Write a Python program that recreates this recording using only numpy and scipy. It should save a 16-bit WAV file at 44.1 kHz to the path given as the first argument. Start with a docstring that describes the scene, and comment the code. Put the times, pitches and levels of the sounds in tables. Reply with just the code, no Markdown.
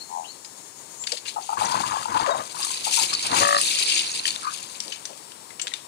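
"""Pigeons croak, coo, honk and beat their wings on the leafy bank of a woodland pond.
Their throats make rough, pulsing tones and their wings push dull gusts of air. Dry leaves
rustle and snap as they are stirred, and blown leaves and grit patter onto the water.
Small birds chirp further off. A trail camera hears it all through two unequal microphone
openings (ports), over a steady hiss, a far shrill sound and its own thin whine."""
import sys
import numpy as np
from scipy import signal
from scipy.fft import rfft, irfft, next_fast_len
from scipy.io import wavfile
from scipy.ndimage import uniform_filter1d

SR = 44100
rng = np.random.default_rng(int(sys.argv[2]) if len(sys.argv) > 2 else 0)


def to_wav(s):
    """Save 16-bit WAV."""
    ch = np.atleast_2d(s).T  # columns
    pcm = np.round(np.clip(ch, -1, 1) * 32767)  # PCM
    wavfile.write(sys.argv[1], SR, pcm.astype(np.int16))


N = 258867
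T = np.arange(N) / SR


def undb(db):
    """Turn decibels into a number to multiply by."""
    return 10 ** (np.asarray(db) / 20)


def unit(x):
    """Scale a signal to an average power of 1."""
    return x / np.sqrt(np.mean(x ** 2))


def cut(x, kind, hz, order):
    """Filter a signal: "low", "high" and "band" keep that part, "bandstop" removes it."""
    return signal.sosfilt(signal.butter(order, hz, kind, fs=SR, output="sos"), x)


def colour(x, points):
    """Shape the tone along (pitch_hz, level_db) points, with a filter that rings only after a click."""
    hz, db = np.transpose(points)
    size = next_fast_len(N + SR // 2, True) // 2 * 2
    gain = unit(undb(np.interp(np.log(np.fft.rfftfreq(size, 1 / SR) + 1), np.log(hz), db)))
    cepstrum = irfft(np.log(gain))
    cepstrum[1:size // 2] *= 2
    cepstrum[size // 2 + 1:] = 0
    return irfft(rfft(x, size) * np.exp(rfft(cepstrum)))[..., :N]


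def ring(x, hz, width_hz):
    """Let a signal ring at one pitch; the narrower the width, the longer it rings."""
    return signal.lfilter(*signal.iirpeak(min(hz, SR / 3), hz / width_hz, fs=SR), x)


def wander(per_s):
    """A random drift of about 1 either way, heading for a new value per_s times a second."""
    return unit(np.interp(T * per_s, np.arange(N // 10), rng.standard_normal(N // 10)))


def swell(start_s, length_s, rise_s, fade_s):
    """A loudness curve that rises, holds, then fades away."""
    age = T - start_s
    return np.clip(age / rise_s, 0, 1) * np.exp(-np.maximum(age - length_s, 0) / fade_s)


def add(track, start_s, x):
    """Mix a sound into the track at its start time."""
    i = max(int(start_s * SR), 0)
    track[..., i:i + x.shape[-1]] += x[..., :N - i]


def place(x, pan_db):
    """Both ports share the left's bass; the right is then pan_db quieter (louder if negative)."""
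    left, right = x * np.ones((2, N))
    right = right + cut(left - right, "low", 1100, order=1)
    return np.array([left, right * undb(-pan_db)])


def tiny_cracks(size, spread_db, density):
    """Cracks of very unequal strength: a shared stream plus one for each port."""
    cracks = rng.standard_normal((3, size)) * (rng.random((3, size)) < density) / np.sqrt(density)
    cracks *= undb(spread_db * np.minimum(rng.exponential(size=(3, size)), 4))
    return unit(cracks[0] + 2.25 * cracks[1:])


def ringing_ticks(low_hz, high_hz, width_hz, density, count=44):
    """Scattered ticks, each ringing at one of several random pitches."""
    pitches = low_hz * (high_hz / low_hz) ** ((np.arange(count) + rng.random(count)) / count)
    rings = (ring(rng.standard_normal(N) * (rng.random(N) < density), hz, width_hz) for hz in pitches)
    return unit(sum(rings) + 1e-12)


def throat(rows, pulses_per_s, depth, sag, overtone_db, jitter):
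    """A pulsing throat tone that follows (time_s, pitch_hz, level_db) rows and sags in each pulse."""
    times, pitches, levels = np.transpose(rows)
    hz, db = np.interp(T, times, pitches), np.interp(T, times, levels)
    sounding = uniform_filter1d(1. * ((T > times[0]) & (T < times[-1])), SR // 1000)
    flutter = 2 * np.pi * np.cumsum(pulses_per_s * sounding) / SR
    phase = 2 * np.pi * np.cumsum(hz * (1 - sag * np.sin(flutter) + jitter * wander(480))) / SR
    tone = sum(undb(overtone_db * k) * np.sin((k + 1) * phase) for k in range(3))
    pulses = np.exp(depth * (np.cos(flutter) - 1))
    return tone * pulses * undb(db) * sounding


# The tone of the hiss, from bass to treble: pitch_hz, relative_level_db
HISS_TONE = [(40, -32), (80, -3.5), (130, 3), (350, 6), (700, 4.5), (970, 9), (1400, -0.5), (2400, -4.5),
             (3400, -3.5), (4500, -0.5), (6000, -6), (7000, 2), (8800, 3.5), (10300, -1.5), (12500, -8),
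             (15500, -14)]
# How much quieter the hiss is on the right: pitch_hz, quieter_db
HISS_BALANCE = [(60, 11.5), (400, 8), (1000, 19), (2400, 11.5), (8000, 12.5), (15000, 19)]

def hiss(level_db=-41):
    """A steady hiss, alike at both ports only in the bass."""
    own_treble = cut(rng.standard_normal((2, N)), "high", 2500, order=1)
    shared = rng.standard_normal(N)
    noise = colour(shared + own_treble + .15 * rng.standard_normal((2, N)), HISS_TONE)
    noise *= undb(level_db + .79 * wander(27)) / noise[0].std()
    quieter_db = np.interp(np.fft.rfftfreq(N, 1 / SR), *np.transpose(HISS_BALANCE))
    return np.array([noise[0], irfft(rfft(noise[1]) * undb(-quieter_db), N)])


def whine(pitch_hz=5512, level_db=-50.5):
    """The camera's electronics give one thin, steady tone."""
    return place(undb(level_db) * np.sin(2 * np.pi * pitch_hz * T), pan_db=15)


def shrill(pitch_hz=6770, width_hz=620, level_db=-45.5, end_s=4.9):
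    """A high, flickering band of noise from far off, perhaps insects; it fades out near the end."""
    band = ring(ring(rng.standard_normal(N), pitch_hz, width_hz), pitch_hz, 2 * width_hz)
    flickering = unit(band * undb(2.3 * wander(24)))
    fade = np.clip((end_s - T) * 2, 0, 1)
    return place(flickering * undb(level_db) * fade, pan_db=31)


# Small birds in the trees: start_s, length_s, start_hz, end_hz, level_db, buzz (share of the pitch)
BIRD_CHIRPS = [(0.0, 0.034, 4160, 4300, -30, 0.02), (0.238, 0.033, 2720, 3080, -35, 0.066),
               (0.267, 0.066, 3750, 4430, -35, 0.014), (0.992, 0.065, 7760, 6990, -27, .02),
               (2.302, 0.034, 3910, 3770, -28, 0.012)]

def chirps():
    """Thin whistles that slide quickly, then settle on their last pitch; a fast waver adds buzz."""
    out, waver = np.zeros(N), wander(600)
    for start_s, length_s, start_hz, end_hz, db, buzz in BIRD_CHIRPS:
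        size = int(length_s * SR)
        slide_hz = end_hz + (start_hz - end_hz) * np.linspace(1, 0, size) ** 2
        phase = 2 * np.pi * np.cumsum(slide_hz * (1 + buzz * waver[:size])) / SR
        add(out, start_s, undb(db) * np.sqrt(np.hanning(size)) * np.sin(phase))
    return place(out, pan_db=13)


# The path of one rattling croak: time_s, pitch_hz, level_db
RATTLE_PATH = [(0.093, 892, -32), (0.125, 917, -22.5), (0.165, 890, -18), (0.2, 843, -19.5),
               (0.28, 822, -38)]

def rattle():
    """The throat chops an almost pure tone into deep pulses."""
    return throat(RATTLE_PATH, pulses_per_s=85, depth=1.1, sag=.1, overtone_db=-49, jitter=.0357)


# The loudest leaves and twigs that snap: start_s, level_db, pitch_hz, rise_s, fade_s (to fall 60 dB)
TWIG_SNAPS = [(0.445, -30.5, 4700, .003, 0.042), (1.036, -29, 2930, .003, 0.033),
              (1.0645, -19, 4350, 0.0079, 0.037), (1.069, -25.5, 2630, .004, .02),
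              (1.1188, -15.5, 4700, 0.00098, 0.058), (1.167, -26.5, 4160, .004, 0.062),
              (1.25, -29, 2560, 0.0071, 0.089), (1.272, -25, 4000, 0.011, 0.1),
              (1.650, -20.5, 5600, .003, 0.035), (2.2619, -20, 1700, 0.00089, 0.012),
              (2.621, -17, 4500, .008, 0.068), (2.648, -15, 8400, .001, 0.019),
              (2.744, -22, 7700, .001, .01), (2.924, -21, 5400, .003, .03), (3.018, -15, 4670, .006, .035),
              (3.128, -14.5, 4850, .01, 0.031), (3.612, -10.5, 8600, .002, 0.01),
              (3.786, -14.5, 4600, .002, 0.046), (4.272, -16, 4150, .009, 0.031),
              (4.3603, -20, 3300, 0.00076, 0.0063), (4.802, -17, 5350, .001, 0.023),
              (4.878, -26, 4600, .002, 0.014), (4.9207, -23, 2930, 0.002, 0.043),
              (5.053, -22, 5500, .001, 0.032), (5.316, -35.5, 2900, 0.0027, .03),
              (5.503, -35, 2030, .002, .016), (5.594, -22, 2750, 0.0034, 0.021),
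              (5.611, -18, 6920, .006, 0.091), (5.6688, -21, 3000, 0.00133, 0.032),
              (5.679, -22, 3750, .001, 0.0067), (5.716, -32, 1770, .003, .02),
              (5.7363, -16.5, 3400, .0013, .024)]
# The tones that ring in each snap: pitch_ratio (times the snap's pitch), relative_level_db
SNAP_TONES = [(.68, -6), (.88, 1), (1.06, 15.5), (1.58, 2.5), (1.85, 1)]

def snaps(settle_db=-15, settle_s=.33, width_share=.076, detune=.037):
    """A leaf or twig gives way: cracks build up, ring and fade, then the fallen leaves settle."""
    out, t = np.zeros((2, N)), T[:SR // 6]
    for start_s, db, hz, rise_s, fade_s in TWIG_SNAPS:
        rise, age = np.minimum(t / rise_s, 1) ** 2, np.maximum(t - rise_s, 0)
        burst = tiny_cracks(len(t), spread_db=3, density=.55) * rise * undb(-60 * age / fade_s)
        settling = tiny_cracks(len(t), spread_db=5, density=.77) * rise
        settling *= undb(settle_db - 60 * age / settle_s)
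        # the quicker the rise, the harder the first crack
        burst[:, int(rise_s * SR)] += undb(17) * np.exp(1 - rise_s / .00087)
        pitches = hz * (1 + detune * (2 * rng.random(len(SNAP_TONES)) - 1))
        tones = sum(undb(tone_db) * ring(burst + settling / 2, ratio * pitch, width_share * pitch)
                    for (ratio, tone_db), pitch in zip(SNAP_TONES, pitches))
        cracks = ring(burst + settling, hz, width_hz=hz)
        snap = cut(unit(tones) + undb(-6) * unit(cracks), "band", [1300, 9500], order=4)
        loudest = np.sqrt(uniform_filter1d(snap[0] ** 2, SR // 500).max())
        add(out, start_s, snap * undb(db) / loudest)
    return place(out, pan_db=10)


# Feet and wings scuff the leaves: start_s, length_s, level_db, brightness_db
LEAF_SCUFFS = [(1.075, 0.083, -34.5, -5), (1.251, 0.053, -32.5, -8), (1.575, 0.24, -31, -7.5),
               (1.84, 0.2, -34, -8), (2.124, 0.15, -34, -20), (2.534, 0.1, -31.5, 7),
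               (2.589, 0.12, -29.5, 8), (2.702, 0.071, -31.5, -8), (2.825, 0.11, -26.5, -1.5),
               (2.915, 0.12, -18.7, -0.5), (3.067, 0.069, -26, -8), (3.184, 0.087, -29, -9),
               (3.325, 0.11, -21, -8.5), (3.45, 0.091, -27.5, 2), (3.562, 0.13, -25.5, -1.5),
               (3.688, 0.15, -24, -8.5), (3.867, 0.14, -20.5, -19), (4.128, 0.055, -29.5, -11),
               (4.241, 0.07, -27, -9), (4.495, 0.049, -32, -2), (4.608, 0.034, -33.5, -10),
               (4.899, 0.053, -36.5, -23), (5.728, 0.019, -37, -14)]

def stirring(wing_force):
    """Scuffs, shuffling feet and the draught of the wings set the rustle's strength and brightness."""
    parts = [(undb(db) * swell(start_s, length_s, rise_s=.024, fade_s=.029), bright_db)
             for start_s, length_s, db, bright_db in LEAF_SCUFFS]
    shuffle = undb(-39.5) * swell(start_s=1.4, length_s=3.44, rise_s=.024, fade_s=.36)
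    draught = undb(-8.5) * wing_force
    parts += [(shuffle, -2.5), (draught, -10)]
    power = sum(gain ** 2 for gain, _ in parts) + 1e-18
    return np.sqrt(power), sum(gain ** 2 * bright_db for gain, bright_db in parts) / power


# The tone of dry leaves: pitch_hz, relative_level_db
LEAF_TONE = [(820, -36), (1400, -17), (2670, -1), (3450, -3), (4170, -4), (4940, 1), (5450, -8.5),
             (6650, 0), (7420, -3), (9040, -1), (9800, -2.5), (10600, -1), (11500, -9.5), (12800, -11.5),
             (13900, -15.5), (15000, -85)]

def rustle(wing_force, flurry_limit_db=7.5):
    """Dry leaves crackle in uneven flurries; single leaves ring, and stiff ones crunch one by one."""
    strength, bright_db = stirring(wing_force)
    blades = ringing_ticks(low_hz=2200, high_hz=10000, width_hz=150, density=.0015)
    # gentle stirring breaks up into separate cracks
    cracks = tiny_cracks(N, spread_db=2.6, density=.002 + 1.3 * strength)
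    crunch = ringing_ticks(low_hz=3800, high_hz=4800, width_hz=330, density=.0007, count=6)
    crackle = colour(cracks + undb(-1) * blades, LEAF_TONE) + undb(-8) * crunch
    top, body = cut(crackle, "high", 6500, order=2), cut(crackle, "low", 6000, order=2)
    bright = undb(bright_db + 5)
    # the two halves swing opposite ways where they meet, so subtracting joins them
    stirred = (unit(body) - bright * unit(top)) / np.sqrt(1 + bright ** 2)
    lumps_db = 1.7 * wander(90) + 1.5 * wander(39)
    flurries = unit(undb(flurry_limit_db * np.tanh(lumps_db / flurry_limit_db)))
    return place(stirred * flurries * strength, pan_db=12)


# Plops at the water's edge: start_s, level_db (before boost_db), pitch_hz, length_s
WATER_PLOPS = [(1.119, -33, 523, .014), (4.85, -42, 490, 0.036), (5.09, -39.5, 574, 0.03),
               (5.628, -43, 505, 0.036)]

def plops(width_hz=260, boost_db=9):
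    """Dull, rough plops: a short swell of noise rings broadly around one pitch."""
    out, t = np.zeros(N), T[:SR // 6]
    for start_s, db, hz, length_s in WATER_PLOPS:
        age = t / (length_s / 2)
        noise = rng.standard_normal(len(t)) * age * np.exp(-age)
        plop = ring(ring(noise, hz, width_hz), hz, 2 * width_hz)
        add(out, start_s, plop * undb(db + boost_db) / np.abs(plop).max())
    return out


# The loudest gruff croaks: start_s, level_db (before boost_db), pitch_hz, length_s
GRUFF_CROAKS = [(1.3605, -26, 847, 0.009), (1.375, -27.5, 878, 0.0092), (1.490, -24, 868, 0.0088),
                (1.509, -23, 886, 0.014), (1.571, -25.5, 1034, 0.0048), (1.608, -18.5, 895, 0.0091),
                (1.635, -25, 976, 0.0097), (1.681, -28, 950, 0.0061), (1.704, -24.5, 980, 0.017),
                (1.743, -22, 953, 0.0046), (1.77, -27.5, 890, 0.0041), (1.803, -23, 863, 0.003),
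                (1.834, -26, 937, 0.0053), (1.926, -24.5, 883, 0.011), (1.966, -27.5, 860, 0.0052),
                (2.054, -24, 863, 0.0042), (2.082, -28.5, 940, 0.0049), (2.119, -26.5, 1093, 0.0065),
                (2.142, -23.5, 975, 0.013), (2.160, -26, 970, 0.015), (2.1975, -21, 935, 0.0049),
                (2.226, -23.5, 1060, 0.0066), (2.262, -25, 1080, 0.0042), (2.29, -24.5, 1092, 0.012),
                (2.344, -26, 814, 0.0091), (2.861, -26, 887, 0.014), (2.972, -26, 913, 0.016),
                (3.124, -30, 1097, 0.0052), (3.336, -21.5, 875, 0.013)]

def croaks(roughness=.54, jitter=.066, boost_db=11):
    """Short, shaky bursts from the throat, each with a quick rise and a weaker upper tone."""
    rows = GRUFF_CROAKS + stutter()
    out, size = np.zeros(N), SR // 8
    shake, wobble = wander(330), wander(370)
    for start_s, db, hz, length_s in rows:
        i, age = int(start_s * SR), T[:size] / (length_s / 2)
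        phase = 2 * np.pi * np.cumsum(hz * (1 + jitter * wobble[i:i + size])) / SR
        tone = np.sin(phase) + undb(-12) * np.sin(1.48 * phase)
        croak = tone * age * np.exp(-age ** .86) * np.exp(roughness * shake[i:i + size])
        add(out, start_s, croak * undb(db + boost_db) / np.abs(croak).max())
    return cut(out, "high", 490, order=3)  # the throat passes little below its lowest ring


# Runs of weaker croaks between the loud ones: start_s, end_s, level_db (before the croaks' boost)
CROAK_RUNS = [(1.589, 2.05, -30.5), (2.21, 2.39, -30.5), (2.546, 2.7, -36.5)]

def stutter(gap_s=.022, pitch_hz=998, length_s=.0076):
    """List quick, weak croaks, each a little off in time, level and pitch."""
    rows = []
    for start_s, end_s, db in CROAK_RUNS:
        for beat_s in np.arange(start_s, end_s, gap_s):
            late, louder_db, higher = rng.standard_normal(3)
            time_s = beat_s + gap_s * np.tanh(late) / 2
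            rows.append((time_s, db + louder_db, pitch_hz * (1 + .1203 * higher), length_s))
    return rows


# Single beats of the wings: peak_s, level_db (before the wings' boost)
WING_STROKES = [(1.596, -32.5), (1.656, -28), (1.702, -36), (1.767, -28), (1.807, -30.5), (1.88, -35),
                (1.924, -35), (2.008, -37.5), (2.105, -32), (2.159, -28.5), (2.222, -28), (2.351, -34.5),
                (2.394, -33), (3.028, -36), (3.134, -37), (3.257, -34), (3.295, -35), (3.331, -22.5),
                (3.376, -23.5), (3.423, -22), (3.56, -40)]

def wingbeats(stroke_s=.04):
    """The force of the wings: each stroke swells and fades, and leaves the air swirling."""
    power = np.zeros(N)
    for peak_s, db in WING_STROKES:
        stroke = np.exp(-(2 * (T - peak_s) / stroke_s) ** 2)
        swirl = undb(-10.5) * swell(peak_s - stroke_s, stroke_s, rise_s=stroke_s, fade_s=.12)
        power += (stroke ** 2 + swirl ** 2) * undb(db) ** 2
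    return np.sqrt(power)


# The tone of air pushed by wings: pitch_hz, relative_level_db
WING_TONE = [(30, -42), (60, -15), (90, -5.5), (140, -6.5), (220, -7), (330, -6.5), (430, -9.5), (700, -6),
             (1000, 1.5), (1300, -5), (2200, -13), (4000, -52)]

def wings(wing_force, flight_s=2.23, boost_db=3):
    """Each stroke pushes a dull gust; air also rushes over the feathers of a bird flying in."""
    gusts = unit(colour(rng.standard_normal(N), WING_TONE) * undb(.5 * wander(17)))
    # in the air the wings lose the deep thump they have on the ground
    air = np.where(T < flight_s, gusts, cut(gusts, "high", 136, order=2))
    rush = undb(-46) * swell(flight_s, length_s=2.07, rise_s=.69, fade_s=.72)
    return place(air * np.hypot(wing_force, rush) * undb(boost_db), pan_db=8)


# The path of one hoarse coo: time_s, pitch_hz, level_db (before the flicker)
COO_PATH = [(2.26, 679, -28), (2.28, 560, -19.5), (2.3, 554, -16), (2.32, 678, -19.5), (2.335, 634.4, -31),
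            (2.42, 606, -33.5)]

def coo():
    """A low throat tone, made hoarse by a shaky pitch and a flickering level."""
    tone = throat(COO_PATH, pulses_per_s=72, depth=.076, sag=.06, overtone_db=-9, jitter=.085)
    return tone * undb(2.5 * wander(300) - .5)


# The tone of leaves and grit landing on water: pitch_hz, relative_level_db
PATTER_TONE = [(60, -39), (330, -1), (1400, -15), (2600, 0.5), (3300, -0.5), (4250, 8.5), (5500, 1),
               (6700, -5), (8200, -7), (8900, 10), (9500, -15), (10500, 3), (15000, -68)]

def patter(start_s=2.58, peak_s=3.953, grow_db_per_s=7, fall_db_per_s=35, right_db=-23.5, pan_db=-5):
    """Blown leaves and grit tick on the water to the right, thickest as the bird lands."""
    swing_db = np.minimum(grow_db_per_s * (T - peak_s), fall_db_per_s * (peak_s - T))
    droplets = ringing_ticks(low_hz=2000, high_hz=9000, width_hz=150, density=.00035)
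    ticks = tiny_cracks(N, spread_db=2.2, density=.003 + .09 * undb(swing_db) ** 2)
    spray = colour(ticks + undb(-3.5) * droplets, PATTER_TONE)
    spray = unit(spray * undb(2.16 * wander(180)))
    fade_in = np.clip((T - start_s) / .019, 0, 1)
    return place(spray * undb(right_db + pan_db + swing_db) * fade_in, pan_db)


# Larger bits of grit falling in the pond: start_s, level_db (before boost_db), pitch_hz
GRIT_PLINKS = [(3.15, -9.5, 4420), (3.717, -19, 4170), (3.928, -15, 4100), (3.954, -12, 6630),
               (3.977, -11, 6760), (3.992, -8, 3940), (4.076, -20, 4300), (4.116, -19, 6530),
               (4.1953, -18.5, 4070), (4.254, -10, 3070), (4.305, -15, 4460), (4.537, -28, 6700),
               (4.627, -23, 6780)]

def plinks(ring_s=.0017, boost_db=2):
    """Grit hits the water: each bit gives a short, pitched plink with four weaker side tones."""
    out, t = np.zeros(N), T[:SR // 20]
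    age = t / ring_s
    for start_s, db, hz in GRIT_PLINKS:
        side_hz = hz * 2 ** rng.uniform(-.8, .7, (4, 1))
        tones = np.sin(2 * np.pi * hz * t) + .28 * np.sin(2 * np.pi * side_hz * t).sum(0)
        plink = tones * age / (1 + age ** 2) ** 1.5 * np.exp(-age / 10)
        add(out, start_s, plink * undb(db + boost_db) / np.abs(plink).max())
    return place(out, pan_db=5)


# The honk's tones at 1, 2 and 3 times its pitch: relative_level_db
HONK_TONES = [-8.5, -6, -14.5]
# How the throat rings at each flap: pitch_hz, length_s, relative_level_db
THROAT_RINGS = [(700, 0.0084, -7), (1230, 0.0055, 4), (1810, 0.0029, 3)]

def honk(pitch_hz=572.6, first_flap_s=3.433, cycles_per_flap=11):
    """A steady reedy note rattles as a slower flap sets the throat ringing."""
    since = T - first_flap_s
    # each higher tone trails the one below by a quarter turn
    note = sum(undb(db) * np.cos(2 * np.pi * (k + 1) * pitch_hz * since - np.pi / 2 * k)
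               for k, db in enumerate(HONK_TONES))
    flap_s = cycles_per_flap / pitch_hz
    age = (since + flap_s / 2) % flap_s - flap_s / 2  # seconds from the nearest flap
    for hz, length_s, db in THROAT_RINGS:
        pulse = np.exp(-np.abs(2 * age / length_s) ** np.sqrt(2)) * (since > -flap_s / 2)
        note += undb(db) * pulse * np.sin(2 * np.pi * hz * age)
    hoarse = 1 + .17 * wander(400)
    loudness = undb(-15) * swell(start_s=3.402, length_s=.17, rise_s=.0096, fade_s=.016)
    return place(note * hoarse * loudness, pan_db=7)


# The path of one short yelp: time_s, pitch_hz, level_db
YELP_PATH = [(4.426, 1297, -33), (4.445, 1202, -29), (4.455, 1200, -17), (4.465, 1240, -33),
             (4.472, 1233, -12.5), (4.486, 1150, -19.5), (4.493, 1300, -24), (4.53, 1236, -39)]

def yelp():
    """Two shaky voices at once, the second higher and weaker, make the yelp hoarse."""
    second = [(time_s, hz * 1.22, min(db, -29) - 3.5) for time_s, hz, db in YELP_PATH]
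    return sum(throat(rows, pulses_per_s=50, depth=.18, sag=.015, overtone_db=-20, jitter=.075)
               for rows in (YELP_PATH, second))


def woodland(x, echo_db, fade_s):
    """Trunks and the bank scatter a short, thin echo that falls 60 dB in fade_s."""
    t = T[:SR // 2]
    echo = rng.standard_normal(len(t)) * undb(-60 * t / fade_s) * (t > .004)
    return x + undb(echo_db) * signal.fftconvolve(x, echo[None] / np.linalg.norm(echo), axes=1)[:, :N]


# Dips that the camera's case leaves in the treble: pitch_hz, width_hz, depth (0 to 1)
CASE_DIPS = [(5420, 180, 0.78), (9940, 190, 1)]

def camera_case(x):
    """The camera's case swallows two narrow bands of treble."""
    for hz, width_hz, depth in CASE_DIPS:
        x = x - depth * ring(x, hz, width_hz)
    return x


def scene():
    """Mix the pigeons, leaves, water and small birds with their echoes and the steady background."""
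    wing_force = wingbeats()
    croaking = woodland(place(croaks() + coo(), pan_db=12), echo_db=-9, fade_s=.24)
    near = place(rattle() + plops() + yelp(), pan_db=13.5) + honk()
    near += rustle(wing_force) + wings(wing_force) + patter() + plinks()
    bank = woodland(near, echo_db=-14, fade_s=.2) + woodland(snaps(), echo_db=-20, fade_s=.15)
    trees = woodland(chirps(), echo_db=-6, fade_s=.42)
    left, right = camera_case(bank) + croaking + trees + hiss() + whine() + shrill()
    right = right - ring(right, hz=7870, width_hz=580)  # the right port has a dip of its own
    return np.array([left, right])


def record(dry, lag_samples=21, ceiling=.75, top_hz=15600):
    """The right side runs a little late, peaks are rounded, the treble dips and the very top is cut."""
    late = np.array([dry[0], np.pad(dry[1], (lag_samples, 0))[:N]])
    rounded = late / (1 + (late / ceiling) ** 4) ** .25
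    dipped = cut(rounded, "bandstop", [10800, 12100], order=2)
    return signal.sosfilt(signal.ellip(10, .2, 80, top_hz, fs=SR, output="sos"), dipped)


dry = scene()
out = record(dry)
to_wav(out)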